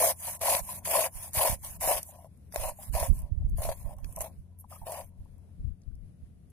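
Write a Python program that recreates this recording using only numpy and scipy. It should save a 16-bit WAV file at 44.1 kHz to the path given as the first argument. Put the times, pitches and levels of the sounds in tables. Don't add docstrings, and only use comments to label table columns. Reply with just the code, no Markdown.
import sys
import numpy as np
from scipy import signal
from scipy.fft import rfft, irfft, next_fast_len
from scipy.io import wavfile
from scipy.ndimage import uniform_filter1d, map_coordinates

SR = 44100
rng = np.random.default_rng(int(sys.argv[2]) if len(sys.argv) > 2 else 0)


def volts_from_decibels(level):
    exponent = np.asarray(level, float) / 20
    return 10 ** exponent


def master(y):
    cut = np.clip(np.atleast_2d(y).T, -1, 1)
    pcm = np.round(cut * 32767)
    wavfile.write(sys.argv[1], SR, pcm.astype(np.int16))


N = 287519

# contact_s, length_s, rasp_db, firmest_at (0-1 of the way), shake_re_rasp_db
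PUSHES = [
    (-0.05, 0.16, -24, 0.57, -0.5),
    (0.415, 0.18, -27.5, 0.48, 3),
    (0.856, 0.21, -27.5, 0.54, 2),
    (1.342, 0.2, -27, 0.45, 2.5),
    (1.811, 0.175, -29, 0.46, 2.5),
]
# contact_s, length_s, rasp_db, firmest_at (0-1), shake_re_rasp_db
SLOW_PUSHES = [
    (2.535, 0.16, -41, 0.63, 4),
    (2.935, 0.13, -38, 0.42, 3.5),
    (3.578, 0.14, -43, 0.5, 2),
    (4.166, 0.013, -54, 0.5, 7),
    (4.205, 0.046, -44.5, 0.35, 3.5),
    (4.862, 0.14, -47, 0.45, 9),
    (3.492, 0.0057, -68, 0.5, -16),
    (4.06, 0.067, -60, 0.84, -6.5),
    (4.595, 0.012, -64, 0.7, -32),
    (4.705, 0.053, -55, 0.34, 1),
]
# contact_s, length_s, rasp_db, firmest_at (0-1), shake_re_rasp_db
RETURNS = [(0.2, 0.165, -39.5, 0.64, -9.5), (0.262, 0.032, -46.5, 0.5, 5), (0.65, 0.14, -43, 0.68, -10),
           (0.69, 0.032, -52.5, 0.3, 3), (1.15, 0.14, -43.5, 0.58, -4.5), (1.648, 0.12, -43, 0.12, -4.5),
           (2.05, 0.06, -52.5, 0.7, -37), (2.11, 0.16, -62.5, 0.29, 6), (2.795, 0.1, -48.5, 0.46, -6.5),
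           (3.14, 0.098, -68, 0.5, 4), (3.22, 0.068, -72, 0.18, 14), (3.765, 0.066, -58, 0.6, -7),
           (3.85, 0.088, -60.5, 0.6, 6.5), (4.79, 0.046, -62, 0.06, -2), (5.03, 0.064, -64, 0, -7.5),
           (3.15, 0.044, -55.5, 1, -22)]
# contact_s, length_s, rasp_db, firmest_at
# (0-1), shake_re_rasp_db
BRUSHES = [(3.37, 0.12, -89, 0.45, 11), (4.33, 0.071, -78.5, 0, -5), (6.7, 0.17, -82.5, 0, -10),
           (5.2, 0.12, -82.5, 0.4, 3.5), (6.8, 0.3, -76.5, 0.4, 1.5), (4.7, 0.27, -80.5, 0.9, -4.5),
           (4.0, 0.057, -70, 0.4, 3.5), (2.31, 0.3, -79, 0.5, -2), (0.56, 0.02, -62.5, 0.5, -3),
           (0.82, 0.022, -62.5, 0.5, -3.5), (1.31, 0.02, -62, 0.5, -3), (2, 0.02, -60.5, 0.5, -4.5),
           (0.22, 0.034, -61, 0.5, -3.5)]
# landing, swell, fade, lift (all dB/s), scrape_slope and plate_slope (times
# the rasp's), scrape_re_rasp_db, plate_follows (how far the plate follows the grip)
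PUSH_STROKE = (2196, 82, 85.5, 797, 1.0, 1.47, -10, 1.6)
SLOW_STROKE = (1100, 76, 41, 391, 1.1, 1.42, -9.5, 2)
RETURN_STROKE = (331, 51.5, 78, 1293, 1.36, 1.97, -9, 1.54)
BRUSH_STROKE = (148, 17, 12, 148, 2.5, 0, -4, -2)
# start_s, peak_db
SNAGS = [(0.073, -18.5), (0.413, -23), (0.47, -24.5), (0.873, -23), (1.351, -27), (1.829, -25.5),
         (1.911, -11), (1.965, -23.5), (2.136, -44), (2.245, -34), (2.539, -30.5), (2.559, -15.5),
         (2.597, -26.5), (2.634, -21.5), (2.937, -43), (2.996, -38), (3.028, -14.5), (3.584, -28),
         (3.618, -23.5), (3.651, -18.5), (3.69, -13.5), (3.715, -23), (3.892, -35), (4.17, -32),
         (4.207, -23), (0.036, -23.5), (0.991, -12), (4.867, -25.5), (4.894, -24), (4.92, -26),
         (0.003, -16), (0.016, -19), (0.043, -11), (0.058, -21.5), (0.09, -24.5), (0.425, -27),
         (0.449, -28), (0.496, -17), (0.517, -20), (0.89, -21), (0.902, -22), (0.934, -16), (0.982, -15),
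         (1.005, -19), (1.04, -18.5), (1.377, -28.5), (1.407, -17), (1.431, -20), (1.449, -12.5),
         (1.466, -17), (1.875, -15), (2.951, -17.5), (4.232, -35), (4.242, -28.5), (4.259, -32.5),
         (4.94, -26), (5.008, -36), (5.032, -43)]
# rasp_db, scrape_db, plate_db
STICK_DB = (-1.5, -4, -13)
# freq_hz, level_db
TEETH = [(3530, -33.5), (6000, -12), (7740, -11), (8160, -9.5), (10500, -2), (14300, -10.5), (14900, -6),
         (15800, -28.5)]
# freq_hz, level_db
SCRAPE = [(740, -14.5), (1250, -8), (1580, -8.5), (1700, -3.5), (2110, -3.5), (2290, -1.5), (3770, -8.5),
          (4240, -4.5), (4770, -4.5), (6500, -11), (8450, -41.5), (14300, -120)]
# freq_hz, width_hz, level_db
PLATE = [
    (529, 40, -3.5),
    (600, 60, 1.5),
    (663.5, 47.6, 6),
    (750.6, 95, 4),
    (838.4, 80, 3.5),
    (960.5, 88, 6),
    (1081, 100, 1.5),
]
# freq_hz, left_minus_right_db
LEAN = [(200, 4), (400, 6.5), (1300, 4), (4400, 2), (8000, 0), (15000, -1)]
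# freq_hz, level_db
FAR_COLOUR = [(12, -32.5), (20, -8.5), (38, -7.5), (70, 0.5), (98, -7), (175, -6), (315, -24), (667, -31.5),
              (881, -42), (7730, -52), (10500, -42.5), (15500, -64)]
# freq_hz, likeness (0-1)
FAR_ALIKE = [(40, 0.1), (130, 1), (400, 0.21), (1400, 0.13)]
# time_s, level_db
DRONE = [
    (0, -52.5),
    (2, -55),
    (4.4, -50.5),
    (5.299, -53.5),
    (6.5, -59.5),
]
# freq_hz, width_hz, level_db
THUD = [
    (647, 61, 5),
    (960, 19, -13),
    (2300, 1200, -42),
]
# start_s, peak_db, pitch_hz, t60_s
TAPS = [(2.09, -47, 676, 0.054), (2.186, -47.5, 790, 0.048), (3.42, -51.5, 690, 0.046),
        (3.985, -49, 940, 0.04), (4.046, -46, 3000, 0.005), (4.068, -58, 1050, 0.035),
        (4.642, -45, 960, 0.027), (4.747, -47, 860, 0.016), (4.816, -47, 786, 0.11),
        (5.256, -57, 955, 0.03), (5.818, -59.5, 5880, 0.015), (5.953, -62.5, 5500, 0.0086),
        (5.99, -85, 2196, 0.16), (6.025, -77.5, 2160, 0.1), (4.715, -45.5, 650, 0.048),
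        (4.724, -44, 1055, 0.048), (4.758, -48, 1110, 0.052), (4.762, -56, 623, 0.03),
        (4.832, -48, 790, 0.045), (4.128, -63, 1040, 0.03), (0.273, -42, 920, 0.065),
        (0.29, -48, 985, 0.045), (0.688, -39.5, 983, 0.09), (1.635, -44, 970, 0.064),
        (5.72, -75.5, 1490, 0.031), (5.915, -73, 1350, 0.04), (6.26, -77, 2000, 0.06),
        (5.835, -70, 5000, 0.011), (4.588, -52, 11500, 0.06), (4.598, -48.5, 11400, 0.06),
        (4.607, -46, 11150, 0.05), (0.006, -22, 580, 0.091), (0.034, -21, 590, 0.12),
        (0.066, -23, 600, 0.14), (2.787, -44.5, 700, 0.072), (3.845, -46, 649, 0.05),
        (3.867, -46, 701, 0.05), (3.908, -43, 719, 0.045), (3.922, -43, 681.4, 0.05)]
# start_s, peak_db, mid_re_peak_db
RIPS = [(0.0063, -25, -27), (0.51, -18, -25), (0.495, -22, -25), (1.42, -13, -25), (1.941, -23, -16),
        (2.9452, -32.5, -25.5), (4.13, -42.5, -25), (4.2138, -17.5, -30), (4.232, -36, -25),
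        (2.998, -18, -25), (4.9182, -24.5, -23), (4.8953, -33, -25), (3.651, -30, -10), (3.716, -34, -7),
        (2.635, -29, -7), (6.499, -52, -12), (1.911, -22, -15), (1.966, -26, -15), (3.8, -44, -30),
        (3.2, -39, -30)]
# start_s, peak_db, mid_re_peak_db
SNAPS = [(0.193, -38.5, -25), (0.3934, -33, -27), (0.5504, -22, 16.5), (0.7005, -25, -9),
         (1.3097, -34, -40), (1.6476, -21, -36), (2.0303, -17, -40), (2.3747, -52.5, -15.5),
         (2.524, -34, 6.5), (2.545, -20.5, -44), (2.56, -18, 6), (2.8235, -36, -30), (3.2195, -36, -32),
         (3.4971, -42, -26.5), (3.6898, -44.5, -18), (3.7975, -40, -39), (3.9853, -41, -2),
         (4.0452, -36.5, 9), (4.126, -31, -33), (4.1619, -19, -42), (4.2073, -15, -24), (4.3878, -56, -18),
         (4.6013, -51, -44.5), (4.9193, -26, -21), (5.2508, -56, -11), (5.3815, -54.5, -13),
         (5.8178, -62, -2), (5.9534, -53, -20.5), (6.502, -53, -13.5)]
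# start_s, peak_db, mid_re_peak_db
TICKS = [(0.849, -20, -25), (0.853, -15.5, -30), (0.881, -15, -27), (1.3274, -42, -25),
         (1.3334, -19.5, -25), (1.565, -36, -25), (1.5927, -42, -23), (1.805, -28, -25), (1.8166, -33, -23),
         (2.595, -36, -25), (2.6057, -40, -25), (2.789, -40, -25), (2.9266, -30, -25), (3.049, -31, -25),
         (3.1501, -38, -25), (3.1905, -30, -25), (3.5745, -27, -28), (3.6121, -36, -25), (3.6196, -24, -25),
         (3.7722, -41, -25), (3.9667, -42, -25), (4.091, -47, -25), (4.1887, -22, -27), (4.7091, -39, -25),
         (4.787, -40, -25), (4.8947, -30, -25), (4.9074, -26, -25), (4.9555, -37, -25), (5.045, -35, -26),
         (6.0544, -67, -24.5)]
# start_s, peak_db, pitch_hz, port (0 left, 1 right)
PUFFS = [(0.42, -40, 91, 1), (0.615, -32.5, 51.6, 1), (1.162, -33, 42.3, 1), (1.376, -23.5, 90, 0),
         (1.5, -22.5, 121, 1), (1.531, -25, 91, 1), (1.958, -35.5, 51.7, 1), (2.662, -35.5, 47.7, 1),
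         (2.904, -23, 42.5, 1), (2.952, -17.5, 53, 1), (3.026, -20, 48, 1), (3.1, -7.5, 63.2, 1),
         (3.188, -26.5, 61.5, 0), (3.236, -24.5, 63, 1), (3.324, -15, 63, 1), (3.38, -18, 57, 1),
         (3.412, -22, 67, 0), (3.451, -16, 60, 1), (3.53, -19, 53.8, 0), (3.594, -18.5, 62.6, 0),
         (3.687, -28.5, 49, 1), (3.858, -23, 48.3, 1), (4.049, -28.5, 55, 1), (4.171, -30, 50, 1),
         (4.388, -36, 67, 1), (4.817, -39, 42.05, 1), (5.649, -22, 76.1, 0), (5.681, -23, 62.16, 0),
         (5.882, -27, 77.1, 0), (6.232, -36.5, 75.1, 1)]
# start_s, length_s, peak_db, port (0 left, 1 right)
GUSTS = [(1.56, 0.34, -46, 1), (1.83, 0.042, -38.5, 0), (2.578, 0.11, -33, 1), (3.122, 0.077, -32, 1),
         (3.129, 0.14, -32, 0), (3.502, 0.16, -27.5, 1), (3.448, 0.05, -24.5, 0), (3.614, 0.23, -37, 0),
         (3.899, 0.32, -33, 1), (4.998, 0.35, -45.5, 0), (5.193, 0.0525, -36.5, 1), (5.579, 0.05, -28.5, 0),
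         (5.598, 0.03, -33.5, 1), (5.704, 0.021, -32, 0), (5.918, 0.15, -37, 0), (5.95, 0.047, -36.5, 1)]
# freq_hz, threshold_db
FAINT_LINE_DB = [(700, -70), (1300, -18), (2000, -7.5), (3500, -4), (7500, -5), (9500, -10), (15500, -6)]
# freq_hz, luck (sigmas)
BAND_LUCK = [(1000, 4), (2500, 1.2), (3500, .3), (4600, .05), (5800, .4), (8000, .95), (9500, 1.6),
             (12000, 1.4), (15500, .8)]


def unit(x):
    return x / np.sqrt(np.mean(x ** 2) + 1e-20)


def along(points, hz):
    f, v = np.transpose(points)
    return np.interp(np.log(hz + 1), np.log(f + 1), v)


def filtered(x, response):
    m = next_fast_len(N + SR // 2)
    hz = np.fft.rfftfreq(m, 1 / SR)
    return irfft(rfft(x, m) * response(hz), m)[..., :N]


def wobble(rate):
    return map_coordinates(rng.standard_normal(1000), [np.arange(N) * rate / SR])


def grit(per_s, spread_db, smooth):
    tear = rng.random((2, N)) < per_s / SR
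    size_db = spread_db * np.minimum(rng.exponential(size=(2, N)), 2)
    size = volts_from_decibels(size_db) * rng.standard_normal((2, N))
    return unit(tear * size) + smooth * rng.standard_normal((2, N))


def ports(pair, alike, colour):
    m = next_fast_len(N + SR // 4)
    hz = np.fft.rfftfreq(m, 1 / SR)
    sides = np.array([[1], [-1]])
    turn = np.arccos(np.clip(along(alike, hz), -1, 1)) / 2
    shared, opposed = rfft(pair, m) * colour(hz)
    lead = np.exp(1j * np.pi * sides * hz * 4 / SR)
    path = volts_from_decibels(sides * along(LEAN, hz) / 2) * lead
    mix = np.cos(turn) * shared + sides * np.sin(turn) * opposed
    return irfft(path * mix, m)[:, :N]


def hand(rows, stroke):
    landing, swell, fade, lift, scrape_slope, plate_slope, scrape_db, follows = stroke
    scrape_per_shake = 0.45
    t, levels = np.arange(N) / SR, np.zeros((3, N))
    for s, length, db, firmest, shake_db in rows:
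        span = slice(max(round((s - .25) * SR), 0), round((s + length + .25) * SR))
        since = t[span] - s
        plate_firmest = .5 + follows * (firmest - .5)
        past = since - length * np.array([[firmest], [firmest], [plate_firmest]])
        grip_db = np.where(past < 0, swell * past, -fade * past)
        away_db = landing * np.minimum(since, 0) - lift * np.maximum(since - length, 0)
        offset_db = [[0], [scrape_db + scrape_per_shake * shake_db], [shake_db]]
        slopes = [[1], [scrape_slope], [plate_slope]]
        levels[:, span] += volts_from_decibels(db + (grip_db + away_db) * slopes + offset_db)
    return levels


def catches():
    slip_db, slip_t60_s = -11, 0.055
    stuck, slip = np.zeros((2, N))
    when, size_db = np.transpose(SNAGS)
    at = np.round(when * SR).astype(int)
    stuck[at] = 1
    slip[at] = volts_from_decibels(size_db + slip_db)
    stuck = np.convolve(stuck, np.hanning(800))[580:N + 580]
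    dying = volts_from_decibels(-60 * np.arange(SR // 8) / SR / slip_t60_s)
    return stuck, np.abs(signal.fftconvolve(slip, dying)[:N])


def rasp():
    strokes = hand(PUSHES, PUSH_STROKE) + hand(SLOW_PUSHES, SLOW_STROKE)
    strokes += hand(RETURNS, RETURN_STROKE) + hand(BRUSHES, BRUSH_STROKE)
    rasp_level, scrape_level, shake_level = strokes
    stuck, slip = catches()
    rasp_held_db, scrape_held_db, plate_held_db = np.multiply.outer(STICK_DB, stuck)
    grip = wobble(45)
    bright = ports(grit(6400, 1.4, 0.8), [(9000, 0.14)], lambda hz: volts_from_decibels(along(TEETH, hz)))
    dull = ports(grit(1500, 1.8, 0.9), [(1400, 0.6), (4000, 0.35)], lambda hz: volts_from_decibels(along(SCRAPE, hz)))
    bright_gain = rasp_level * volts_from_decibels(rasp_held_db + 0.6 * grip + 1.0 * wobble(160) + 2.5)
    dull_gain = scrape_level * volts_from_decibels(scrape_held_db + 1.4 * grip + 0.98 * wobble(100) + 1.5)
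    dull_gain = dull_gain + volts_from_decibels(-25) * slip
    friction = bright_gain * unit(bright) + dull_gain * unit(dull)
    shake = shake_level * volts_from_decibels(plate_held_db + 0.94 * grip + 0.52 * wobble(22) + 7) + slip
    share_db = 20 * np.log10((shake_level + 1e-7) / (rasp_level + 1e-7))
    firm = (0.5 + np.tanh((share_db + 3.0) / 4)) / 2
    return friction, shake, firm


def patchy(x, depth_db):
    z = signal.stft(x, nperseg=256)[2]
    field = uniform_filter1d(rng.standard_normal(z.shape[1:]), size=5, axis=0)
    field = uniform_filter1d(field, size=7, axis=1)
    gain = volts_from_decibels(depth_db * unit(field) - depth_db ** 2 / 9)
    return signal.istft(z * gain, nperseg=256)[1][:, :N]


def plate(hz, damping):
    modes = 0
    for k, (c, w, db) in enumerate(PLATE):
        modes = modes + (-1) ** k * volts_from_decibels(db) * 1j * hz * w / (c * c - hz * hz + 1j * hz * w * damping)
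    board = (1j * hz) ** 2 / (480 ** 2 - hz * hz + 1j * hz * 200)
    return modes * board ** 2


def shaken(level, firm):
    push, skim = grit(500, 1.2, 0.67) * level * [firm, 1 - firm]
    tilt = lambda hz: volts_from_decibels(-5.5) * (hz / 800) ** 2.0 / (1 + (hz / 1300) ** 4)
    drive = push + filtered(skim, tilt)
    ring = lambda hz: plate(hz, damping=1.1)
    return ports(np.array([drive, np.roll(drive, 300)]), [(600, 0.97), (1100, 1.0)], ring)


def far():
    air = ports(rng.standard_normal((2, N)), FAR_ALIKE, lambda hz: volts_from_decibels(along(FAR_COLOUR, hz)))
    air = volts_from_decibels(-54.5 + 1.1 * wobble(3.7) + 1.3 * wobble(12)) * unit(air)
    level_db = np.interp(np.arange(N) / SR, *np.transpose(DRONE))
    turns = np.cumsum(87 + 1.8 * wobble(6.5)) / SR
    side_db = [[2.2], [-2.2]]
    return air + volts_from_decibels(level_db + 0.6 * wobble(19.0) + side_db) * np.sin(2 * np.pi * turns)


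def knocks():
    blows = np.zeros(N)
    for s, db in SNAGS:
        blows[round(s * SR)] = volts_from_decibels(db + 29)

    def held(hz):
        thud = sum(volts_from_decibels(db) * 1j * hz * w / (c * c - hz * hz + 1j * hz * w) for c, w, db in THUD)
        board = (1j * hz) ** 2 / (430 ** 2 - hz * hz + 1j * hz * 500)
        soft = 1 / (1 + 1j * hz / 900) ** 2
        return thud * board * soft * 1.5

    return ports(np.array([blows, np.roll(blows, 40)]), [(600, 1.0), (2500, 1.0)], held)


def taps():
    t, out = np.arange(2000) / SR, np.zeros(N + 2000)
    for (s, db, hz, t60), chance in zip(TAPS, rng.standard_normal((len(TAPS), 12))):
        ring = 0
        for off in chance:
            ring = ring + np.sin(2 * np.pi * hz * (1 + 0.161 * np.tanh(off)) * t + 9 * off)
        out[round(s * SR):][:2000] += volts_from_decibels(db - 60 * t / t60) * np.tanh(t * hz / 1.5) * ring / 2.4
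    low_cut = lambda hz: 1 / (1 + (480 / (hz + 1)) ** 16)
    return ports(np.array([out[:N], np.roll(out[:N], 40)]), [(600, 0.9), (5000, 0.55)], low_cut)


def snaps(rows, t60, rise_s):
    t = np.arange(1200) / SR
    envelope = volts_from_decibels(-60 * t / t60) * np.tanh((t + 1e-5) / rise_s)
    high, mid = np.zeros((2, 2, N + 1200))
    for s, db, mid_db in rows:
        burst = np.tile(rng.standard_normal((2, 2, 400)), 3) * envelope
        high[:, round(s * SR):][:, :1200] += volts_from_decibels(db + 2.0) * burst[0]
        mid[:, round(s * SR):][:, :1200] += volts_from_decibels(db + mid_db - 4.5) * burst[1]
    bright = ports(high[:, :N], [(9000, 0.13)], lambda hz: volts_from_decibels(along(TEETH, hz)))
    return bright + ports(mid[:, :N], [(3000, 0.33)], lambda hz: volts_from_decibels(along(SCRAPE, hz) / 2))


def gust_puffs():
    puffs_per_s, size_spread_db = 25, 2.5
    gust_hz, pitch_spread = 55, 0.15
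    rows = []
    for (s, length, db, port), chance in zip(GUSTS, rng.standard_normal((len(GUSTS), 12, 3))):
        count = int(np.clip(round(length * puffs_per_s), 1, 12))
        for k, (late, size, quick) in enumerate(chance[:count]):
            start = s + length * (k + .5 + np.tanh(late) / 3) / count
            rows.append((start, db + size_spread_db * size, gust_hz * np.exp(pitch_spread * quick), port))
    return rows


def wind():
    out, t = np.zeros((2, N + 8000)), (np.arange(8000) - 4000) / SR
    chance = rng.random((200, 2))
    for (s, db, hz, port), (turn, length) in zip(PUFFS + gust_puffs(), chance):
        cycles = t * hz
        bell = np.exp(-(cycles / np.where(cycles < 0, .35, 0.24 + 2.0 * length)) ** 2)
        swing = np.sin(2 * np.pi * (cycles - 0.36 * cycles ** 2 + turn))
        out[int(port > .5), round(s * SR):][:8000] += volts_from_decibels(db + 2.0) * bell * swing
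    puffs = filtered(out[:, 4000:N + 4000], lambda hz: 1j * hz / (18 + 1j * hz))
    flutter = filtered(rng.standard_normal((2, N)), lambda hz: 1 / (1 + (hz / 130) ** 3.65))
    swell = uniform_filter1d(np.abs(puffs), 2500)
    return puffs + volts_from_decibels(-3.5) * swell * unit(flutter)


def scene():
    friction, shake, firm = rasp()
    grater = patchy(friction, depth_db=1.6) + shaken(shake, firm) + knocks() + taps()
    fibres = snaps(RIPS, 0.045, 0.002) + snaps(SNAPS, 0.011, 1e-5) + snaps(TICKS, 0.009, 0.0002)
    return grater + fibres + far() + wind()


def thinned(x):
    hz, t, z = signal.stft(x, SR, nperseg=2048, noverlap=1536)
    power = np.mean(np.abs(z) ** 2, axis=0)
    bright_db = 10 * np.log10(np.mean(power[(hz > 9000) & (hz < 12000)], axis=0) + 1e-20)
    idle = np.clip(1 - (bright_db - np.percentile(bright_db, 20)) / 10, 0, 1)
    local = uniform_filter1d(uniform_filter1d(power, size=40, axis=0), size=5, axis=1)
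    threshold_db = along(FAINT_LINE_DB, hz)[:, None] - 6 * idle
    keep = uniform_filter1d(power, size=3, axis=1) > local * volts_from_decibels(threshold_db) ** 2
    luck = rng.standard_normal((len(hz) // 18 + 1, len(t)))
    luck = unit(uniform_filter1d(luck, size=6, axis=1))
    luck = np.repeat(luck, 18, axis=0)[:len(hz)]
    top = (hz > 12900)[:, None]
    limit = along(BAND_LUCK, hz)[:, None] + idle * np.where(top, -1.1, 1.5)
    limit = limit + .35 * np.tanh((bright_db - bright_db.max() + 18) / 5)
    keep &= luck < limit
    keep &= (hz < 15800)[:, None]
    return signal.istft(z * keep, SR, nperseg=2048, noverlap=1536)[1][:, :N]


def low_pass(x):
    return signal.sosfilt(signal.butter(12, 16660, fs=SR, output="sos"), x)


def record(dry):
    rounded = dry / (1 + np.abs(dry / .42) ** 4) ** .25
    return low_pass(thinned(rounded))


dry = scene()
out = record(dry)
master(out)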